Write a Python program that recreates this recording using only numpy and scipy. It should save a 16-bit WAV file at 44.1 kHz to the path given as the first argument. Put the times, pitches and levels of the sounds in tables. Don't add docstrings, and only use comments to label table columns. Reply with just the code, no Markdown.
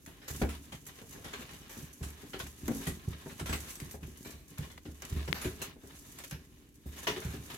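import sys
import numpy as np
from scipy import signal
from scipy.fft import rfft, irfft, next_fast_len
from scipy.io import wavfile

SR = 44100
rng = np.random.default_rng(int(sys.argv[2]) if len(sys.argv) > 2 else 0)


def file_out(sig):
    cols = np.atleast_2d(sig).T
    lim = np.clip(cols, -1, 1)
    pcm = np.round(lim * 32767).astype(np.int16)
    wavfile.write(sys.argv[1], SR, pcm)


N = 333837

# (time [s], floor boom [dB], wall ring [dB], clack [dB], favoured pitch [Hz])
PAW_STEPS = [(0.072, -64, -55, -50.5, 272), (0.299, -40, -47, -46.5, 76.6), (0.344, -44, -51, -57, 152),
             (0.414, -29, -29, -29, 75), (0.737, -47, -62, -64, 140), (1.013, -58, -60, -50.5, 89),
             (1.147, -56, -63, -49.5, 108), (1.197, -52, -65, -56, 110), (1.251, -52, -58, -47, 142),
             (1.384, -70, -45.5, -54, 234), (1.762, -65, -45, -60, 219), (1.815, -45.5, -51.5, -72, 126),
             (2.007, -37, -46.5, -46.5, 67.6), (2.232, -72, -45.5, -50, 290), (2.34, -61, -55, -42.5, 318),
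             (2.428, -43.5, -51, -70, 69.6), (2.627, -40, -47, -72, 70), (2.68, -39, -25, -33.5, 267),
             (2.754, -47, -53, -48.5, 280), (2.869, -34.5, -39.5, -40.5, 164),
             (3.073, -32.5, -45.5, -59, 118), (3.257, -48, -43, -47, 140),
             (3.405, -37.5, -41.5, -49.5, 100), (3.492, -33.5, -40.5, -39.5, 76),
             (3.531, -67, -44, -52, 73), (3.813, -42, -46, -77, 147), (3.938, -47, -50, -48.5, 68),
             (4.024, -42, -49, -52, 93.5), (4.078, -51, -46, -63, 60), (4.256, -53, -45, -50, 313),
             (4.332, -49.5, -56, -70, 67), (4.586, -36, -49, -54, 132), (4.854, -51, -41, -60, 289),
             (4.877, -42.5, -45, -57, 70), (5.114, -33, -48, -70, 65), (5.159, -33, -46.5, -58, 73),
             (5.281, -36.5, -56, -44, 149), (5.443, -35.5, -35, -64, 95), (5.452, -45.5, -32, -43, 378),
             (5.755, -78, -50, -57.5, 280), (5.834, -57.5, -52.5, -52.5, 290), (6.319, -40, -68, -70, 144),
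             (6.856, -40.5, -46.5, -54, 73), (7.077, -46, -32.5, -45, 420), (7.162, -58, -37, -45, 410),
             (7.248, -34, -56, -48.5, 117), (7.335, -47.5, -39.5, -62, 170), (7.373, -44.5, -51, -65, 113)]
# (frequency [Hz], level [dB])
RASP_TONE = [(250, -1), (450, 1.5), (750, -1.5), (920, 0.5), (1150, 0), (1500, 0.5), (2000, 1.5),
             (2500, -0.5), (3100, -1.5), (4200, -5), (6000, -12.5), (12000, -29)]
# (frequency [Hz], level [dB])
HISS_TONE = [(1200, -21), (3000, -8), (5000, -4), (6300, 4), (7500, 1), (9300, -2), (11300, 2),
             (13500, -1.5), (16000, -10.5)]


def from_db(db):
    return np.exp(np.asarray(db) * (np.log(10) / 20))


def fade(t, t60):
    return from_db(-60 * t / t60)


def rms_one(x):
    return x / np.sqrt(np.mean(x ** 2) + 1e-20)


def at_hz(points, hz):
    known_hz, values = np.transpose(points)
    return np.interp(np.log(hz + 1), np.log(known_hz), values)


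def add(track, s, sound):
    start = max(round(s * SR), 0)
    track[..., start:start + sound.shape[-1]] += sound[..., :N - start]


def drift(per_s, size=N):
    steps = np.arange(size) * per_s / SR
    return np.interp(steps, np.arange(size), rng.standard_normal(size))


def friction(tone, grain_db, patchy_db, size=N):
    # (frequency [Hz], likeness [0 to 1])
    likeness = [(60, 0.91), (280, 0.88), (500, 0.74), (1000, 0.11), (4000, 0), (12000, 0)]
    # (frequency [Hz], left minus right [dB])
    lean = [(60, -1.5), (99, -3.5), (160, 0.5), (270, 2), (450, 2), (740, 3), (1220, -1), (2010, 1.5),
            (3330, 1.5), (5500, -3.5), (9080, -2), (15000, 3)]
    length = next_fast_len(size)
    hz = np.fft.rfftfreq(length, 1 / SR)
    slips = from_db(grain_db * np.clip(drift(1200, size), -2.5, 2.5))
    common, apart = rfft(rng.standard_normal((2, size)) * slips, length)
    alike, sides = at_hz(likeness, hz), np.array([[1], [-1]])
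    stereo = np.sqrt(1 + alike) * common + sides * np.sqrt(1 - alike) * apart
    log_grid = np.linspace(np.log(300), np.log(16000), 48)
    resonances = np.interp(np.log(hz + 1), log_grid, rng.standard_normal(48))
    colour = from_db(at_hz(tone, hz) + patchy_db * resonances + sides * at_hz(lean, hz) / 2)
    return rms_one(irfft(colour * stereo, length)[:, :size])


def room_tone():
    # (frequency [Hz], level [dB])
    background = [(18, -10), (30, -1.5), (64, 8.5), (170, -13), (280, 0.5), (473, -14), (1010, -46.5),
                  (2350, -24), (3490, -32), (6380, -38), (9460, -39), (11700, -25), (16000, -51)]
    return from_db(-61) * friction(background, grain_db=0, patchy_db=0)


def stirring():
    # (time [s], level [dB])
    activity = [(0.0, -68), (0.1, -69.5), (0.4, -58.5), (0.8, -61), (1.43, -57), (1.94, -60.5), (2.66, -55),
                (2.76, -64), (3.12, -58.5), (3.62, -57), (4.07, -62.5), (4.49, -61.5), (4.98, -62.5),
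                (5.25, -56), (5.52, -59), (5.67, -67.5), (5.94, -60.5), (6.2, -70), (6.41, -66),
                (6.89, -64.5), (7.15, -51.5), (7.57, -59)]
    # (middle [s], length [s])
    pauses = [(1.948, 0.16), (2.535, 0.15), (3.992, 0.061), (4.434, 0.27), (4.824, 0.35), (5.783, 0.12),
              (6.762, 0.4)]
    usual_db, pause_db = -59.5, -6.5
    stir_db = np.interp(np.arange(N) / SR, *np.transpose(activity)) - usual_db
    for middle, length in pauses:
        add(stir_db, middle - length / 2, pause_db * np.hanning(int(length * SR)))
    return stir_db


def slides():
    # (middle [s], length [s], rubbing [dB], rustle [dB])
    moves = [(0.38, 0.27, -58, -52), (1.387, 0.3, -55.5, -63), (1.787, 0.25, -57.5, -59.5),
             (1.514, 0.18, -57, -78), (2.214, 0.079, -66, -58), (2.803, 0.54, -50.5, -50),
             (3.623, 0.61, -60.5, -54), (4.638, 0.16, -61, -60), (5.125, 0.29, -51, -59),
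             (5.649, 0.24, -48, -75), (6.107, 0.69, -58, -56), (7.0, 0.22, -49, -56),
             (7.155, 0.19, -46, -76), (7.32, 0.14, -58, -66), (7.544, 0.16, -49, -57)]
    gains = np.zeros((2, N))
    for middle, length, rub_db, rustle_db in moves:
        add(gains, middle - length / 2, from_db([[rub_db], [rustle_db]]) * np.hanning(int(length * SR)))
    return gains


def settling():
    gain, t = np.zeros(N), np.arange(SR) / SR
    shape = (1 - np.exp(-t / 0.015)) * fade(t, t60=0.61)
    for s, floor_db, *_ in PAW_STEPS:
        add(gain, s, from_db(floor_db - 15.5) * shape)
    return gain


def crackle(per_s, t60):
    catches = (rng.random(N) < per_s / SR) * rng.uniform(.3, 1, N)
    return signal.lfilter([1], [1, -fade(1 / SR, t60)], catches + 1e-18)


def rubbed_spots(tone, grain_db, patchy_db, swap_db):
    spots = (from_db(swap_db * drift(22)) * friction(tone, grain_db, patchy_db) for _ in range(3))
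    return rms_one(sum(spots))


def shuffling():
    # (frequency [Hz], level [dB])
    flex_tone = [(25, -22), (45, 0), (70, -5.5), (90, 1.5), (160, 3), (200, -2), (280, 1), (400, -9.5),
                 (600, -25), (1000, -32)]
    stir_db = stirring()
    slide_rub, slide_rustle = slides()
    fits = from_db(1.2 * drift(45))
    snags = 1 + from_db(7) * crackle(per_s=20, t60=0.043)
    scuffs = 1 + from_db(2.5) * crackle(per_s=14, t60=0.057)
    load = np.hypot(from_db(-58.5 + 0.49 * stir_db), settling() + from_db(-4) * slide_rub)
    rub_gain = np.hypot(from_db(-60.5 + 1.12 * stir_db), slide_rub)
    rustle_gain = np.hypot(from_db(-61 + 0.86 * stir_db), slide_rustle)
    flex = load * from_db(2 * drift(30)) * friction(flex_tone, grain_db=8.5, patchy_db=0)
    rub = rub_gain * rubbed_spots(RASP_TONE, grain_db=2.5, patchy_db=3, swap_db=5)
    rustle = rustle_gain * rubbed_spots(HISS_TONE, grain_db=3.5, patchy_db=1.5, swap_db=3.5)
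    return flex + fits * (scuffs * rub + snags * rustle)


def hollow(x, hz, width_hz, mix_db):
    b, a = signal.iirpeak(hz, hz / width_hz, fs=SR)
    return rms_one(x + from_db(mix_db) * signal.lfilter(b, a, x))


def claw_scratches():
    # (time [s], wall rasp [dB], claw hiss [dB], time to fade by 60 dB [s])
    skids = [(0.06, -57, -58, 0.45), (0.215, -55.5, -83, 0.9), (0.279, -44, -41.5, 0.17),
             (0.304, -56, -45, 0.045), (0.417, -37.5, -44.5, 0.066), (0.488, -45.5, -49, 0.26),
             (0.721, -43.5, -52.5, 0.17), (0.867, -59, -46, 0.095), (1.014, -53, -58, 0.044),
             (1.123, -63, -53.5, 0.27), (1.242, -47.5, -54, 0.44), (1.334, -40.5, -51.5, 0.17),
             (1.421, -58, -63, 0.16), (1.693, -53.5, -53, 1), (1.929, -72, -51.5, 0.094),
             (2.027, -47, -46.5, 0.24), (2.332, -41.5, -71, 0.21), (2.398, -39.5, -46, 0.14),
             (2.465, -48, -57, 0.051), (2.679, -47, -47, 0.05), (2.867, -41, -41, 0.21),
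             (3.294, -53, -71, 0.24), (3.395, -41.5, -46, 0.13), (3.457, -42, -46, 0.34),
             (3.49, -43.5, -53, 0.5), (3.527, -33.5, -38.5, 0.14), (3.702, -51, -45, 0.072),
             (3.8, -53.5, -53, 0.4), (3.91, -58.5, -49, 0.17), (4.029, -51.5, -59, 0.12),
             (4.247, -51, -53, 0.63), (4.575, -51.5, -74, 0.25), (4.699, -54.5, -70, 0.24),
             (4.777, -46, -69, 0.025), (4.852, -53, -81, 0.18), (5.021, -48, -60, 0.17),
             (5.276, -41.5, -52, 0.095), (5.343, -43.5, -48, 0.54), (5.413, -44, -44, 0.33),
             (5.444, -41, -46.5, 0.23), (5.616, -42, -38.5, 0.17), (6.188, -53.5, -53.5, 0.25),
             (6.237, -50.5, -61, 0.14), (6.31, -45.5, -54, 0.27), (6.859, -73, -57, 0.5),
             (7.069, -29.5, -39.5, 0.23), (7.217, -48, -69, 0.57), (7.336, -53, -54, 0.21),
             (7.5, -49, -57.5, 0.11)]
    wall_hz, light_scratch_db, db_per_octave = 1810, -57.5, 48
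    out, t = np.zeros((2, N)), np.arange(SR // 3) / SR
    for s, rasp_db, hiss_db, t60 in skids:
        stroke = (1 - np.exp(-t / 0.0018)) * fade(t, t60)
        stutter = from_db(0.46 * drift(194, len(t)))
        octaves = (light_scratch_db - rasp_db) / db_per_octave + 0.26 * rng.standard_normal()
        rasp = friction(RASP_TONE, grain_db=0, patchy_db=3, size=len(t))
        rasp = hollow(rasp, wall_hz * 2 ** octaves, width_hz=260, mix_db=-9)
        hiss = friction(HISS_TONE, grain_db=1.5, patchy_db=5, size=len(t))
        scrape = from_db(rasp_db + 1) * rasp + from_db(hiss_db + 0.5) * hiss
        add(out, s, stroke / stroke.max() * stutter * scrape)
    return out


def claw_ticks():
    # (time [s], level [dB])
    taps = [(0.062, -34.5), (0.3128, -31), (0.866, -32.5), (1.2431, -50), (1.332, -37), (2.1042, -37),
            (2.393, -30.5), (2.6799, -25), (2.7197, -36), (3.8013, -29.5), (3.911, -33.5), (4.5831, -30),
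            (4.778, -46.5), (5.0213, -29.5), (5.0514, -30), (6.1876, -32), (6.2382, -34), (6.247, -31.5),
            (6.3108, -28.5), (7.2187, -40)]
    out, t = np.zeros((2, N)), np.arange(SR // 20) / SR
    shape = from_db(-4) * fade(t, t60=0.0025) + fade(t, t60=0.031)
    for s, level_db in taps:
        hz = 1740 * 2 ** (0.083 * rng.standard_normal())
        tip = friction(HISS_TONE, grain_db=1, patchy_db=2, size=len(t))
        tap = friction([(hz / 4, -30), (hz, 0), (hz * 4, -30)], grain_db=1, patchy_db=2, size=len(t))
        add(out, s, from_db(level_db - 11.5) * shape * (tip + from_db(-4.5) * tap))
    return out


def panel(notes, struck_hz, contact_ms, focus_db, chance_db, detune):
    t = np.arange(SR // 3) / SR
    hz, level_db, t60 = np.array(notes).T[:, :, None]
    favour_db = focus_db * np.exp(-(np.log2(hz / struck_hz) / 0.35) ** 2)
    strength = from_db(level_db + favour_db + chance_db * rng.standard_normal(hz.shape))
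    strength *= rng.choice([-1, 1], hz.shape)
    hz = hz * (1 + detune * rng.standard_normal(hz.shape))
    decay = fade(t, 0.95 * t60)
    ringing = (strength * np.sin(2 * np.pi * hz * t) * decay).sum(0)
    onset = 1 - np.exp(-(1000 * t / contact_ms) ** 2)
    ending = np.minimum(1, (t[-1] - t) / .05)
    ringing *= onset * ending
    return ringing / np.sqrt(np.mean(ringing[:SR // 20] ** 2))


def paw_thumps():
    # (frequency [Hz], level [dB], time to fade by 60 dB [s])
    floor_notes = [(56.4, -7, 0.35), (72.75, -1.5, 0.47), (106, -4.5, 0.26), (115.2, 0, 0.11),
                   (139, 2, 0.12), (157.8, -1.5, 0.19), (179.7, -6.5, 0.29)]
    # (frequency [Hz], level [dB], time to fade by 60 dB [s])
    wall_notes = [(223.9, -2.5, 0.44), (249.6, 8, 0.14), (277, -8, 0.71), (302.1, 3.5, 0.23),
                  (357.4, 2, 0.15), (395.7, -0.5, 0.12), (430, -8.5, 0.36), (500, -17, 0.3),
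                  (540, -2, 0.032), (714, -31, 0.11), (728, -7, 0.061)]
    # (frequency [Hz], level [dB])
    clack_tone = [(250, 10), (450, 9), (600, 1), (750, 1.5), (900, -0.5), (1150, -9), (1600, -4),
                  (4000, -28.5)]
    out, t = np.zeros((2, N)), np.arange(SR // 5) / SR
    boom_sides, ring_sides = from_db([[-3.2], [-1.8]]), from_db([[-6], [-8]])
    clack_shape = (1 - np.exp(-t / 0.0019)) * fade(t, t60=0.23)
    for s, boom_db, ring_db, clack_db, hz in PAW_STEPS:
        boom = panel(floor_notes, hz, contact_ms=5.9, focus_db=7.5, chance_db=1, detune=0.0057)
        ring = panel(wall_notes, hz, contact_ms=3, focus_db=17.5, chance_db=2.5, detune=0.019)
        clack = friction(clack_tone, grain_db=-5, patchy_db=3, size=len(t))
        add(out, s, from_db(boom_db) * boom_sides * boom + from_db(ring_db) * ring_sides * ring)
        add(out, s, from_db(clack_db + 2.5) * clack_shape * clack)
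    return out


def whimpers():
    # (time [s], length [s], starting pitch [Hz], level [dB])
    cries = [(3.491, 0.029, 7950, -50), (3.55, 0.032, 8330, -54), (3.70, 0.085, 8450, -62),
             (3.77, 0.047, 8400, -60)]
    sag_hz_per_s, waver, fade_s = 9600, 0.004, 0.008
    out = np.zeros(N)
    for s, length, start_hz, level_db in cries:
        t = np.arange(int(length * SR)) / SR
        shape = np.clip(np.minimum(t, length - t) / fade_s, 0, 1)
        hz = (start_hz - sag_hz_per_s * t) * (1 + waver * drift(400, len(t)))
        phase = 2 * np.pi * np.cumsum(hz) / SR
        whistle = np.sin(phase) + from_db(-14) * np.sin(2 * phase)
        add(out, s, from_db(level_db + 3) * shape * whistle)
    return out


def casing_click():
    # (time [s], level [dB])
    taps = [(5.328, -14)]
    # (frequency [Hz], level [dB], time to fade by 60 dB [s])
    casing_notes = [(2100, -6, 0.0065), (3260, -15, 0.0034), (8650, -18.5, .004), (11700, -21, 0.014),
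                    (363, -15, 0.019)]
    delay_s, width_s = 0.00074, 0.000065
    out, t = np.zeros(N), np.arange(SR // 20) / SR - delay_s
    swing, after = t / width_s, np.maximum(t, 0)
    click = swing * np.exp((1 - swing ** 2) / 2)
    for hz, db, t60 in casing_notes:
        click += from_db(db) * fade(after, t60) * np.sin(2 * np.pi * hz * after)
    for s, level_db in taps:
        add(out, s, from_db(level_db + 4) * click)
    return out * from_db([[0], [-55]])


def add_echoes(x, t60, echo_db):
    t = np.arange(SR // 2) / SR
    # (frequency [Hz], level [dB])
    echo_tone = [(100, -14), (300, -1), (700, -10.5), (5000, -4.5), (15000, -3)]
    tail = friction(echo_tone, grain_db=1.5, patchy_db=0.5, size=len(t)) * fade(t, t60) * (t > .003)
    tail *= from_db(echo_db) / np.sqrt(np.sum(tail ** 2) / 2)
    return x + signal.fftconvolve(x, tail, axes=1)[:, :N]


def scene():
    puppies = paw_thumps() + shuffling() + claw_scratches() + claw_ticks() + whimpers()
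    click, air = casing_click(), room_tone()
    return add_echoes(puppies, t60=0.12, echo_db=-10) + click + air


def record(dry):
    bass_cut = signal.butter(4, 33, "high", fs=SR, output="sos")
    treble_cut = signal.ellip(10, .1, 80, 16000, fs=SR, output="sos")
    return signal.sosfilt(treble_cut, signal.sosfilt(bass_cut, dry))


dry = scene()
out = record(dry)
file_out(out)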